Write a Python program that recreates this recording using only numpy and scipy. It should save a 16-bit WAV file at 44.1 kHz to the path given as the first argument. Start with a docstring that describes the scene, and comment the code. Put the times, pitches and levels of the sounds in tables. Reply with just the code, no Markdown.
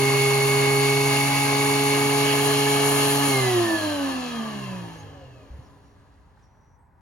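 """A wood planer winds down

A thickness planer runs in a back yard as a board is drawn out, then is switched off and coasts to rest.
Its three-knife cutterhead drones, the belted motor and fan whine, and air roars through the ringing
housing. As it slows, the tones sink and the yard comes through: a low rumble, soft bumps, a glove
tapping and brushing the wood, and a small bird."""
import sys
import numpy as np
from scipy import signal
from scipy.fft import rfft, irfft, next_fast_len
from scipy.io import wavfile
from scipy.ndimage import map_coordinates

SR = 44100
rng = np.random.default_rng(int(sys.argv[2]) if len(sys.argv) > 2 else 0)


def file_out(sig):
    """Save sig as 16-bit WAV at sys.argv[1]."""
    # one column per channel
    cols = np.atleast_2d(sig).T
    # limit, then scale
    lim = np.clip(cols, -1, 1)
    pcm = np.round(lim * 32767).astype(np.int16)
    wavfile.write(sys.argv[1], SR, pcm)


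N = 309120
TIME = np.arange(N) / SR
# Names ending in _AT are moments and those in _S are durations, both in seconds.
CUT_ENDS_AT, CUT_EASE_S = 1.3, 0.63  # the load comes off the knives
BOARD_OUT_AT, SWITCH_OFF_AT = 2.23, 3.272
TURN_AWAY_AT, TURN_S = 4.99, 0.72  # the microphone swings away from the machine
FULL_SPEED_HZ, BELT_RATIO = 140, 2.006  # cutterhead turns a second; motor turns per cutterhead turn


def amp(db):
    """Turn decibels into a gain."""
    return np.exp(np.asarray(db) * (np.log(10) / 20))

def unit(x):
    """Scale a signal to an average size (rms) of 1."""
    return x / np.sqrt(np.mean(np.abs(x) ** 2) + 1e-20)

def along(points, hz):
    """Read between (frequency, value) points, with octaves evenly spaced."""
    f, v = np.transpose(points)
    return np.interp(np.log(hz + 1), np.log(f + 1), v)

def ramp(at, length):
    """Rise from 0 to 1, passing halfway at the given moment."""
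    return np.clip((TIME - at) / length + .5, 0, 1)

def swell(at, half_width):
    """Rise smoothly from 0 to 1 and back around a moment."""
    return np.exp(-((TIME - at) / half_width) ** 2)

def wobble(rate):
    """A smooth curve through `rate` random values a second."""
    coarse = np.arange(0, N + 16, 16)
    knots = rng.standard_normal(int(N * rate / SR) + 4)
    curve = map_coordinates(knots, [coarse * rate / SR], mode="nearest")
    return unit(np.interp(np.arange(N), coarse, curve))

def fuzzy(hz, width_hz):
    """A narrow band of noise around one pitch."""
    phase = 2 * np.pi * hz * TIME
    return unit(wobble(width_hz) * np.cos(phase) + wobble(width_hz) * np.sin(phase))

def filtered(x, response):
    """Scale each frequency in x by response(hz)."""
    size = next_fast_len(N + 8192)
    return irfft(rfft(x, size) * response(np.fft.rfftfreq(size, 1 / SR)), size)[..., :N]

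def stereo(lean_db, lead):
    """Left and right gains: the left is lean_db louder and `lead` radians ahead."""
    half = amp(lean_db / 2) * np.exp(.5j * lead)
    return np.array([half, 1 / half]).reshape(2, -1)

def tone(cycles, rough, lean_db=0, lead=0, flutter_hz=30):
    """A stereo sine wave that moving air makes flutter."""
    flutter = rough * (wobble(flutter_hz) + 1j * wobble(flutter_hz))
    wave = unit(1 + flutter) * np.exp(2j * np.pi * (cycles + rng.random()))
    return np.sqrt(2) * np.real(wave * stereo(lean_db, lead))

LIKENESS = [(250, 0.77), (600, 0.46), (1000, 0.66), (1350, 0.28), (1700, 0.88), (2800, 0.43), (4000, 0.57),
            (6800, 1), (8200, 1), (15000, 0.062)]  # how alike left and right are: f/Hz, likeness/0-1
LEFT_LOUDER = [(100, -4.5), (500, -3), (1000, 3.5), (1250, 5.5), (1600, -1), (3400, -3), (4200, 8.5),
               (4800, 6), (7000, 1.5), (8000, 0)]  # how much louder the machine is on the left: f/Hz, level/dB
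LEFT_AHEAD = [(100, -1), (420, 0.5), (550, 0.83), (1200, 1.73), (1450, 0.26), (2100, 0.62), (3200, 1.5),
              (3900, 3), (4500, 1.5), (6200, 1), (7600, 2), (8700, 4.5), (10500, 1.5), (11600, -7),
              (13000, -8.5), (15600, 5.5)]  # how far its waves are ahead on the left: f/Hz, phase/rad
def noise(spectrum, aimed=True):
    """Stereo noise shaped by a spectrum; if aimed, it comes from the machine's direction."""
    size = next_fast_len(N, real=True)
    hz = np.fft.rfftfreq(size, 1 / SR)
    alike = np.clip(along(LIKENESS, hz), 0, 1)
    mid, side = rfft(rng.standard_normal((2, size))) * np.sqrt([1 + alike, 1 - alike])
    direction = stereo(aimed * along(LEFT_LOUDER, hz), aimed * along(LEFT_AHEAD, hz))
    colour = amp(along(spectrum, hz)) * direction
    pair = irfft(np.array([mid + side, mid - side]) * colour, size)[:, :N]
    return pair / np.std(pair.mean(0))


RUMBLE_SPECTRUM = [(25, -25.5), (60, 1.5), (110, -4), (200, -12.5), (350, -19.5), (650, -21.5),
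                   (940, -22.5), (1300, -27), (2000, -30), (3000, -48), (6000, -59), (12000, -62.5),
                   (16000, -76.5)]  # low outdoor rumble: f/Hz, level/dB
ROAD_SPECTRUM = [(500, -33.5), (780, -3.5), (940, 1), (1100, -9), (1300, -15.5), (1700, -16), (2600, -38.5)]  # hollow rush, like far-off tyres: f/Hz, level/dB
def yard():
    """The rumble swells as the microphone is carried round; a distant rush draws nearer."""
    rumble = amp(-59 + 8 * swell(5.43, 0.87) + 0.81 * wobble(6.8)) * noise(RUMBLE_SPECTRUM, aimed=False)
    road = amp(-72.5 + 5.5 * ramp(6.2, .9) + 1.2 * wobble(11)) * noise(ROAD_SPECTRUM, aimed=False)
    return rumble + road

# Chirps, slurs and trills: t/s, length/s, first f/Hz, last f/Hz, level/dB, trill/0-1
BIRD_NOTES = [(4.935, .035, 6200, 5840, -63, .3), (4.982, 0.04, 6380, 6560, -57, .25),
              (5.632, .024, 6250, 5400, -71.5, 0), (5.656, .024, 5340, 5650, -70.5, 0),
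              (5.83, .115, 5630, 5700, -75.5, .6), (5.96, .065, 8450, 7850, -86, .5),
              (6.428, 0.02, 5950, 5470, -69, 0.1), (6.45, .026, 5500, 5780, -74, 0.05),
              (6.478, 0.121, 5860, 5830, -79, .55), (6.598, 0.17, 5800, 5850, -75, 0.8),
              (6.785, .05, 8200, 8250, -84, .1), (6.835, .04, 8300, 7800, -86, .5)]
def bird(trill_hz=112, swing_hz=110, rasp_hz=130, edge_s=.015, echo_s=.15):
    """Thin gliding notes echo off the fences; in a trill, pitch and loudness pulse unevenly."""
    beat = 2 * np.pi * np.cumsum(trill_hz * (1 + .17 * wobble(60))) / SR
    swing = swing_hz * (np.sin(beat) + wobble(900))
    rasp = rasp_hz * wobble(1200)
    song = 0
    for at, length, first_hz, last_hz, db, trill in BIRD_NOTES:
        hz = first_hz + (last_hz - first_hz) * ramp(at + length / 2, length) + trill * swing + rasp
        sounding = ramp(at, edge_s) * (1 - ramp(at + length, edge_s))
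        pulses = 1 - trill * (1 + np.cos(beat)) / 2
        song += sounding * pulses * amp(db) * np.sqrt(2) * np.sin(2 * np.pi * np.cumsum(hz) / SR)
    t = TIME[:SR // 4]
    echo = rng.standard_normal((2, len(t))) * amp(-60 * t / echo_s)
    echo /= np.linalg.norm(echo[0])
    return song + amp(-7) * signal.fftconvolve(song[None], echo, axes=1)[:, :N]

# The switch, then knocks near the microphone: t/s, level/dB, f/Hz, time to fade 60 dB/s
THUDS = [(3.277, -9, 255, 0.041), (5.502, -26.5, 58, 0.14), (5.535, -30.5, 69.5, 0.3),
         (5.587, -21.5, 123, 0.049)]
def thuds(attack_s=0.01):
    """Each soft knock is one low tone that dies quickly."""
    out = 0
    for at, db, hz, fade_s in THUDS:
        t = np.maximum(TIME - at, 0)
        out += amp(db - 60 * t / fade_s) * (1 - np.exp(-t / attack_s)) * np.sin(2 * np.pi * hz * t)
    return out

GLOVE_STROKES = [(5.78, -76, .1), (6.13, -77, .22), (6.41, -71.5, 0.055), (6.6, -82, .13),
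                 (6.989, -84, 0.033)]  # brushes along the board: t/s, level/dB, half width/s
GLOVE_SPECTRUM = [(500, -20.5), (1000, -0.5), (1500, 2), (2200, -10), (4000, -11), (8500, -18),
                  (12000, -23), (16000, -48)]  # cloth on wood: f/Hz, level/dB
def glove():
    """Cloth rubs the planed wood in short, scratchy strokes."""
    pressure = sum(amp(db) * swell(at, width) for at, db, width in GLOVE_STROKES)
    return pressure * amp(2.5 * wobble(150)) * noise(GLOVE_SPECTRUM, aimed=False)

FINGER_TAPS = [(6.372, -53), (6.436, -63)]  # fingers landing: t/s, relative level/dB
BOARD_NOTES = [(820, -1, .05), (1330, -4, .04), (1520, 0, .04), (1800, -5, .03), (3900, -12, .015)]  # how the board rings: f/Hz, relative level/dB, time to fade 60 dB/s
def taps(attack_s=.001):
    """Gloved fingers set the board ringing with small woody ticks."""
    out, t = np.zeros(N + SR), TIME[:SR // 8]
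    for at, tap_db in FINGER_TAPS:
        ring = sum(amp(db - 60 * t / fade_s) * np.sin(2 * np.pi * (hz * t + rng.random()))
                   for hz, db, fade_s in BOARD_NOTES)
        out[round(at * SR):][:len(t)] += amp(tap_db - 3) * (1 - np.exp(-t / attack_s)) * ring
    return out[:N]

BOARD_SCRAPES = [(2.118, -42.5, 0.027), (2.298, -30, 0.05), (2.43, -36.5, .05)]  # the board's end dragging: t/s, level/dB, half width/s
SCRAPE_SPECTRUM = [(1200, -28.5), (1700, -3.5), (2100, -14.5), (2600, 1), (3250, 1), (3600, -15.5),
                   (4500, -14), (6000, -28)]  # wood on the planer's bed: f/Hz, level/dB
def scrape():
    """The board's end rasps over the bed as it comes free."""
    pressure = sum(amp(db) * swell(at, width) for at, db, width in BOARD_SCRAPES)
    grit = unit(amp(1.5 * wobble(500)))
    return pressure * grit * noise(SCRAPE_SPECTRUM)

FRAME_NOTES = [(278.7, 8, -4.5), (409.6, 8.3, -10.5), (615, 12, -17.5), (990, 130, -18)]  # how the frame rings: f/Hz, width/Hz, relative level/dB
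def frame(fade_at=5.13, fade_db_per_s=14.5):
    """The frame rings on, then fades in the last turns, when a hollow note swells briefly."""
    level_db = -49.5 - fade_db_per_s * np.maximum(TIME - fade_at, 0)
    hollow = amp(-62.5) * swell(5.7, .09) * fuzzy(hz=1000, width_hz=110)
    return hollow + amp(level_db) * sum(amp(db) * fuzzy(hz, width) for hz, width, db in FRAME_NOTES)

WHIRR_SPECTRUM = [(150, -24), (250, 0), (400, -1), (530, 4.5), (660, -9), (800, 0), (1000, -23),
                  (1500, -37)]  # belt and bearings: f/Hz, level/dB
def whirr(turns):
    """The slow shafts rumble in their bearings, pulsing once a turn."""
    pulses = 1 + 0.32 * np.cos(2 * np.pi * turns)
    return amp(-55.5) * swell(5.05, 0.65) * pulses * noise(WHIRR_SPECTRUM, aimed=False)

# The air's roar, rush and hiss: base level/dB, gain with the board out/dB,
# loss per halving of the flow/dB, loss on turning away/dB
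AIR_LAYERS = [(-35, 0.4, 15.5, 11), (-32, 0, 21, 8), (-35.5, 0, 30.5, 1.5)]
def air_levels(speed_hz, swirl_hz=34.8):
    """Air noise sinks with the flow, treble fastest, and drops again as the shafts stop."""
    halvings = np.log2((FULL_SPEED_HZ + swirl_hz) / (speed_hz + swirl_hz))  # some air keeps swirling
    opened, away = ramp(BOARD_OUT_AT, 0.44), ramp(TURN_AWAY_AT, TURN_S)
    rest_db = -14 * ramp(6.75, .15)
    roar_db, rush_db, hiss_db = [base_db + open_db * opened - slow_db * halvings - away_db * away + rest_db
                                 for base_db, open_db, slow_db, away_db in AIR_LAYERS]
    shade = ramp(5.09, .2) - ramp(5.39, 0.49)  # a wooden post passes in front of the microphone
    lift_db = 2.5 * swell(3.1, 0.36)  # more hiss as the board is lifted clear
    return roar_db, rush_db - 2 * shade, hiss_db + lift_db - 16.5 * shade

ROAR_SPECTRUM = [(25, -37), (60, -15.5), (110, -7), (180, -9.5), (240, -4), (350, -4.5), (490, -5.5),
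                 (600, 0), (900, 1), (1200, 2), (1420, -10), (1650, -2), (2100, -15), (3000, -35.5)]  # low air noise: f/Hz, level/dB
RUSH_SPECTRUM = [(1300, -45.5), (2000, -8), (2700, 3.5), (3200, -2), (3600, 0.5), (4400, -0.5),
                 (5400, -5.5), (6700, -4.5), (7600, -8), (9000, -21), (12000, -70.5)]  # middle air noise: f/Hz, level/dB
HISS_SPECTRUM = [(4000, -33.5), (7000, 1.5), (8300, -13.5), (9500, 6), (10700, 3.5), (12000, -3.5),
                 (13300, -20.5), (14500, -19), (15700, -9), (17000, -42.5)]  # high hiss, with hollows near 8.3 and 13.3 kHz: f/Hz, level/dB
# Where the housing rings: f/Hz, width/Hz, gain with the board in/dB, gain with it out/dB
HOUSING_PEAKS = [(720, 100, -1.5, 2), (1067, 57, 3.5, 1.5), (1731, 52, -2, 9.5), (2146, 247, 14, 5),
                 (2640, 130, 4, 2.5), (2847, 67, 7, 10), (3040, 31, -2, 5), (3096, 28, -3, 7.5),
                 (3240, 85, -0.5, 11), (3530, 44, -5, -10), (3612, 55, 9, 2.5), (3690, 110, -6.5, -5),
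                 (4030, 110, -1.5, 4), (4240, 36, 0.5, 4), (4620, 160, 3, -1), (5130, 47, -6, -2.5)]
def air(turns, roar_db, rush_db, hiss_db):
    """Fan and knives churn the air; the housing rings differently once the board is out."""
    angle = 2 * np.pi * turns
    puffs = 1 + 0.085 * np.cos(angle) + 0.093 * np.cos(3 * angle)  # once a turn and once a knife
    roar = amp(roar_db + 3.5 + 0.77 * wobble(12)) * puffs * noise(ROAR_SPECTRUM)
    rush = amp(rush_db - 1.0 + 0.65 * wobble(14)) * noise(RUSH_SPECTRUM)
    hiss = amp(hiss_db + 1.5 + 0.82 * wobble(15)) * noise(HISS_SPECTRUM)
    flow = roar + rush
    centre, width, blocked_db, open_db = np.transpose(HOUSING_PEAKS)
    peaks = lambda hz: 1 / (1 + (2 * (hz[:, None] - centre) / width) ** 2)
    blocked = filtered(flow, lambda hz: amp(peaks(hz) @ blocked_db))
    opened = filtered(flow, lambda hz: amp(peaks(hz) @ open_db))
    ringing = blocked + (opened - blocked) * ramp(BOARD_OUT_AT, 0.76)
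    away = 0.75 * ramp(5.54, 0.39)  # the microphone swings off the housing's mouth
    return ringing + (flow - ringing) * away + hiss

CASING_GAIN = [(200, -8), (250, -4), (277, 11), (310, -4), (350, 3), (400, -4), (620, 1), (1060, 1),
               (1250, 0), (1420, -12), (1730, -3), (1920, -15), (2160, -3), (2330, -10), (2480, -2),
               (2650, 2), (2780, 2.5), (2950, -1.5), (3230, -1), (3500, -13), (3700, -6), (3950, -.5),
               (4250, 3), (4430, 0), (4680, -12), (5050, -7), (5450, -13), (5850, -8), (6250, -14),
               (6740, -7), (8000, -24)]  # how well the casing gives off sound: f/Hz, gain/dB
def casing(sound):
    """Falling pitches flare as they slide through the casing's peaks."""
    return filtered(sound, lambda hz: amp(along(CASING_GAIN, hz)))

# Noise bands: centre/cycles a turn, width/cycles a turn, powered gain/dB, coasting gain/dB
WAKE_BANDS = [(15.26, .9, -6, -11), (31.1, 2.2, -14.5, -8), (40.6, 2.4, -21.5, -7), (53, 6, -28.5, -9.5),
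              (62, 4, -30, -12.5)]
def wakes(turns, coasting, rush_db, steps_per_turn=256):
    """Blades leave uneven air behind them: bands of noise that sink and narrow with the speed."""
    count = 2 ** 18
    multiples = np.fft.rfftfreq(count, 1 / steps_per_turn)
    out = 0
    for centre, width, powered_db, coast_db in WAKE_BANDS:
        shape = np.exp(-2 * ((multiples - centre) / width) ** 2)
        band = unit(irfft(rfft(rng.standard_normal((2, count))) * shape))
        mid, side = [np.interp(turns * steps_per_turn, np.arange(count), b) for b in band]
        db = rush_db + powered_db + (coast_db - powered_db) * coasting
        out += amp(db) * np.array([mid + 0.91 * side, mid - 0.66 * side])
    return casing(out)

def motor(turns, coasting, hiss_db, hum_hz=120):
    """While powered, the motor hums at twice the mains rate and its brushes sing high above."""
    hum = amp(-46.5) * tone(hum_hz * TIME, rough=.05)
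    brush_db = hiss_db - 18.5 + 6 * ramp(BOARD_OUT_AT, .6)
    brushes = amp(brush_db) * tone(42 * turns, rough=.25, lead=.8)
    return (1 - coasting) * (hum + brushes)

# Fan and rotor tones: multiple of motor speed, base level/dB, cutting gain/dB, coasting gain/dB,
# loss per halving of speed/dB, loss on turning away/dB, roughness/0-1
MOTOR_WHISTLES = [(16, -54, 11.5, 8, 6.5, 12, .25), (21, -47, 0, 4, 8, 17, .45),
                  (24, -44, -8, 0, 19, 10, .5), (32, -67, 0, 0, 0, -2, .9)]
def whistles(turns, cutting, coasting):
    """Thin, wavering overtones of the motor slide down once the power is off."""
    halvings = np.log2(BELT_RATIO * FULL_SPEED_HZ / (np.gradient(turns) * SR))
    away = ramp(TURN_AWAY_AT, TURN_S)
    out = 0
    for multiple, base_db, cut_db, coast_db, slow_db, away_db, rough in MOTOR_WHISTLES:
        db = base_db + cut_db * cutting + (coast_db + 2 * wobble(14)) * coasting
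        db -= slow_db * halvings + away_db * away
        out += amp(db) * tone(multiple * turns, rough, lean_db=4, lead=.8, flutter_hz=90)
    return out

# Weak tones: multiple of cutterhead speed, powered gain/dB, coasting gain/dB, last turns gain/dB
KNIFE_OVERTONES = [(4, -22, -12, -12), (5, -14, -9, -3), (7, -30, -20, -3), (9, -8.5, -2.5, 0),
                   (12, -11, -11, 0)]
def knife_overtones(turns, coasting, roar_db):
    """Faint knife tones follow the roar's level and waver as they cross small panel resonances."""
    out = 0
    for multiple, powered_db, coast_db, last_db in KNIFE_OVERTONES:
        ripple_db = 3 * wobble(9)
        db = roar_db + powered_db + (coast_db + ripple_db - powered_db) * coasting
        db += (last_db - coast_db) * ramp(5.05, .35)
        out += amp(db) * tone(multiple * turns, rough=.3, lean_db=3, lead=.55, flutter_hz=45)
    return out

# Unbalance and its octave, passing knives and their octave, fan blades: shaft, multiple of its speed,
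# base level/dB, cutting gain/dB, coasting gain/dB, loss per halving of speed/dB, roughness/0-1,
# left louder/dB, left ahead/rad
DRONE_TONES = [("head", 1, -37.5, 2.9, 0, 25, 0.031, -3, -0.089),
               ("head", 2, -37, -3, -8, 3.6, 0.034, -1.8, 0.28),
               ("head", 3, -28.5, 2.5, 0, 13.6, 0.067, -1.7, -0.44),
               ("head", 6, -32, -1.5, 0, 18.9, 0.12, 1.5, 1.06),
               ("motor", 8, -34.5, 2, 1.3, 12, 0.19, -4.5, 0.34)]
PANEL_PEAKS = [(101, 9, 7.5), (109.5, 4.9, -10), (116, 9, 8.5), (128.2, 18.3, 11), (183.2, 46.5, 10.5),
               (198, 7.6, -5), (225, 14, 8), (265.2, 24, 8), (279.3, 14, 2), (303, 20, 5), (317, 9, -10),
               (324.3, 11, 9), (354.3, 35, 10), (613, 218, 8.5), (675, 25, -5.5), (774, 20, -14.5),
               (1100, 26, -11), (1200, 260, 3.5), (1395, 200, -21), (1734, 150, 9), (1867, 73, -8.5),
               (1950, 40, -7), (2140, 98, 5.5)]  # pitches the panels boost or swallow: f/Hz, width/Hz, gain/dB
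TONE_FLARES = [(.38, 1, 0.15, -9.5), (.52, 4, 0.13, 2.5), (1.34, 2, 0.096, -20), (1.35, 3, 0.16, 3.5),
               (2.5, 4, 0.16, -4), (3.13, 4, 0.086, -22.5), (3.23, 2, 0.041, -10), (3.29, 1, 0.056, 9.5),
               (3.33, 4, 0.037, 4), (4.08, 1, 0.24, -12.5), (4.74, 1, 0.0074, -15), (5.05, 1, 0.073, 6)]  # one tone dips or flares: t/s, row of DRONE_TONES, half width/s, gain/dB
def drone(speed_hz, turns, cutting, coasting):
    """The shafts' strong tones change with load, speed and panel ringing, and roughen as they slow."""
    halvings = np.log2(FULL_SPEED_HZ / speed_hz)
    away_db = 11.5 * ramp(TURN_AWAY_AT, TURN_S)
    roughening = 1 + ramp(3.6, 0.91)
    grid_hz = np.arange(SR // 16)
    panels_db = sum(db / (1 + (2 * (grid_hz - hz) / width) ** 2) for hz, width, db in PANEL_PEAKS)
    out = 0
    for row, settings in enumerate(DRONE_TONES):
        shaft, multiple, base_db, cut_db, coast_db, slow_db, rough, lean_db, lead = settings
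        per_turn = multiple * (BELT_RATIO if shaft == "motor" else 1)
        db = base_db + cut_db * cutting + coast_db * coasting - slow_db * halvings - away_db
        db += np.interp(per_turn * speed_hz, grid_hz, panels_db)
        for at, flare_row, width, flare_db in TONE_FLARES:
            if flare_row == row:
                db += flare_db / (1 + ((TIME - at) / width) ** 2)
        out += amp(db) * tone(per_turn * turns, rough * roughening, lean_db, lead)
    return out

POWERED_SPEED = [(0, 136.15), (.3, 136.9), (.9, 137.8), (1.3, 138.93), (1.6, 139.3), (2.2, 139.76),
                 (3.27, 140)]  # the cutterhead picks up as the cut ends: t/s, turning rate/Hz
def cutterhead_speed(friction_hz_per_s=27.77, drag_hz=103.4):
    """With the power off, steady friction and air drag brake the shaft; they are equal at drag_hz."""
    powered_hz = np.interp(TIME, *np.transpose(POWERED_SPEED))
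    coasted_s = np.maximum(TIME - SWITCH_OFF_AT, 0)
    angle = np.arctan(powered_hz / drag_hz) - friction_hz_per_s / drag_hz * coasted_s
    return drag_hz * np.tan(np.maximum(angle, 1e-3))


def scene():
    """The cutterhead's speed drives the planer's tones and air; the yard lies underneath."""
    speed_hz = cutterhead_speed()
    turns = np.cumsum(speed_hz) / SR
    motor_turns = BELT_RATIO * turns
    cutting, coasting = 1 - ramp(CUT_ENDS_AT, CUT_EASE_S), ramp(SWITCH_OFF_AT, 0.13)
    roar_db, rush_db, hiss_db = air_levels(speed_hz)
    strong = drone(speed_hz, turns, cutting, coasting)
    weak = knife_overtones(turns, coasting, roar_db) + whistles(motor_turns, cutting, coasting)
    fade_out = 1 - ramp(5.6, 0.51)
    tones = (strong + casing(weak)) * fade_out + motor(motor_turns, coasting, hiss_db)
    wind = air(turns, roar_db, rush_db, hiss_db) + wakes(turns, coasting, rush_db)
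    planer = tones + wind + whirr(turns) + scrape() + frame()
    return planer + thuds() + glove() + taps() + yard() + bird()

def record(dry):
    """Cut off the very highest treble."""
    return filtered(dry, lambda hz: hz < 15800)


dry = scene()
out = record(dry)
file_out(out)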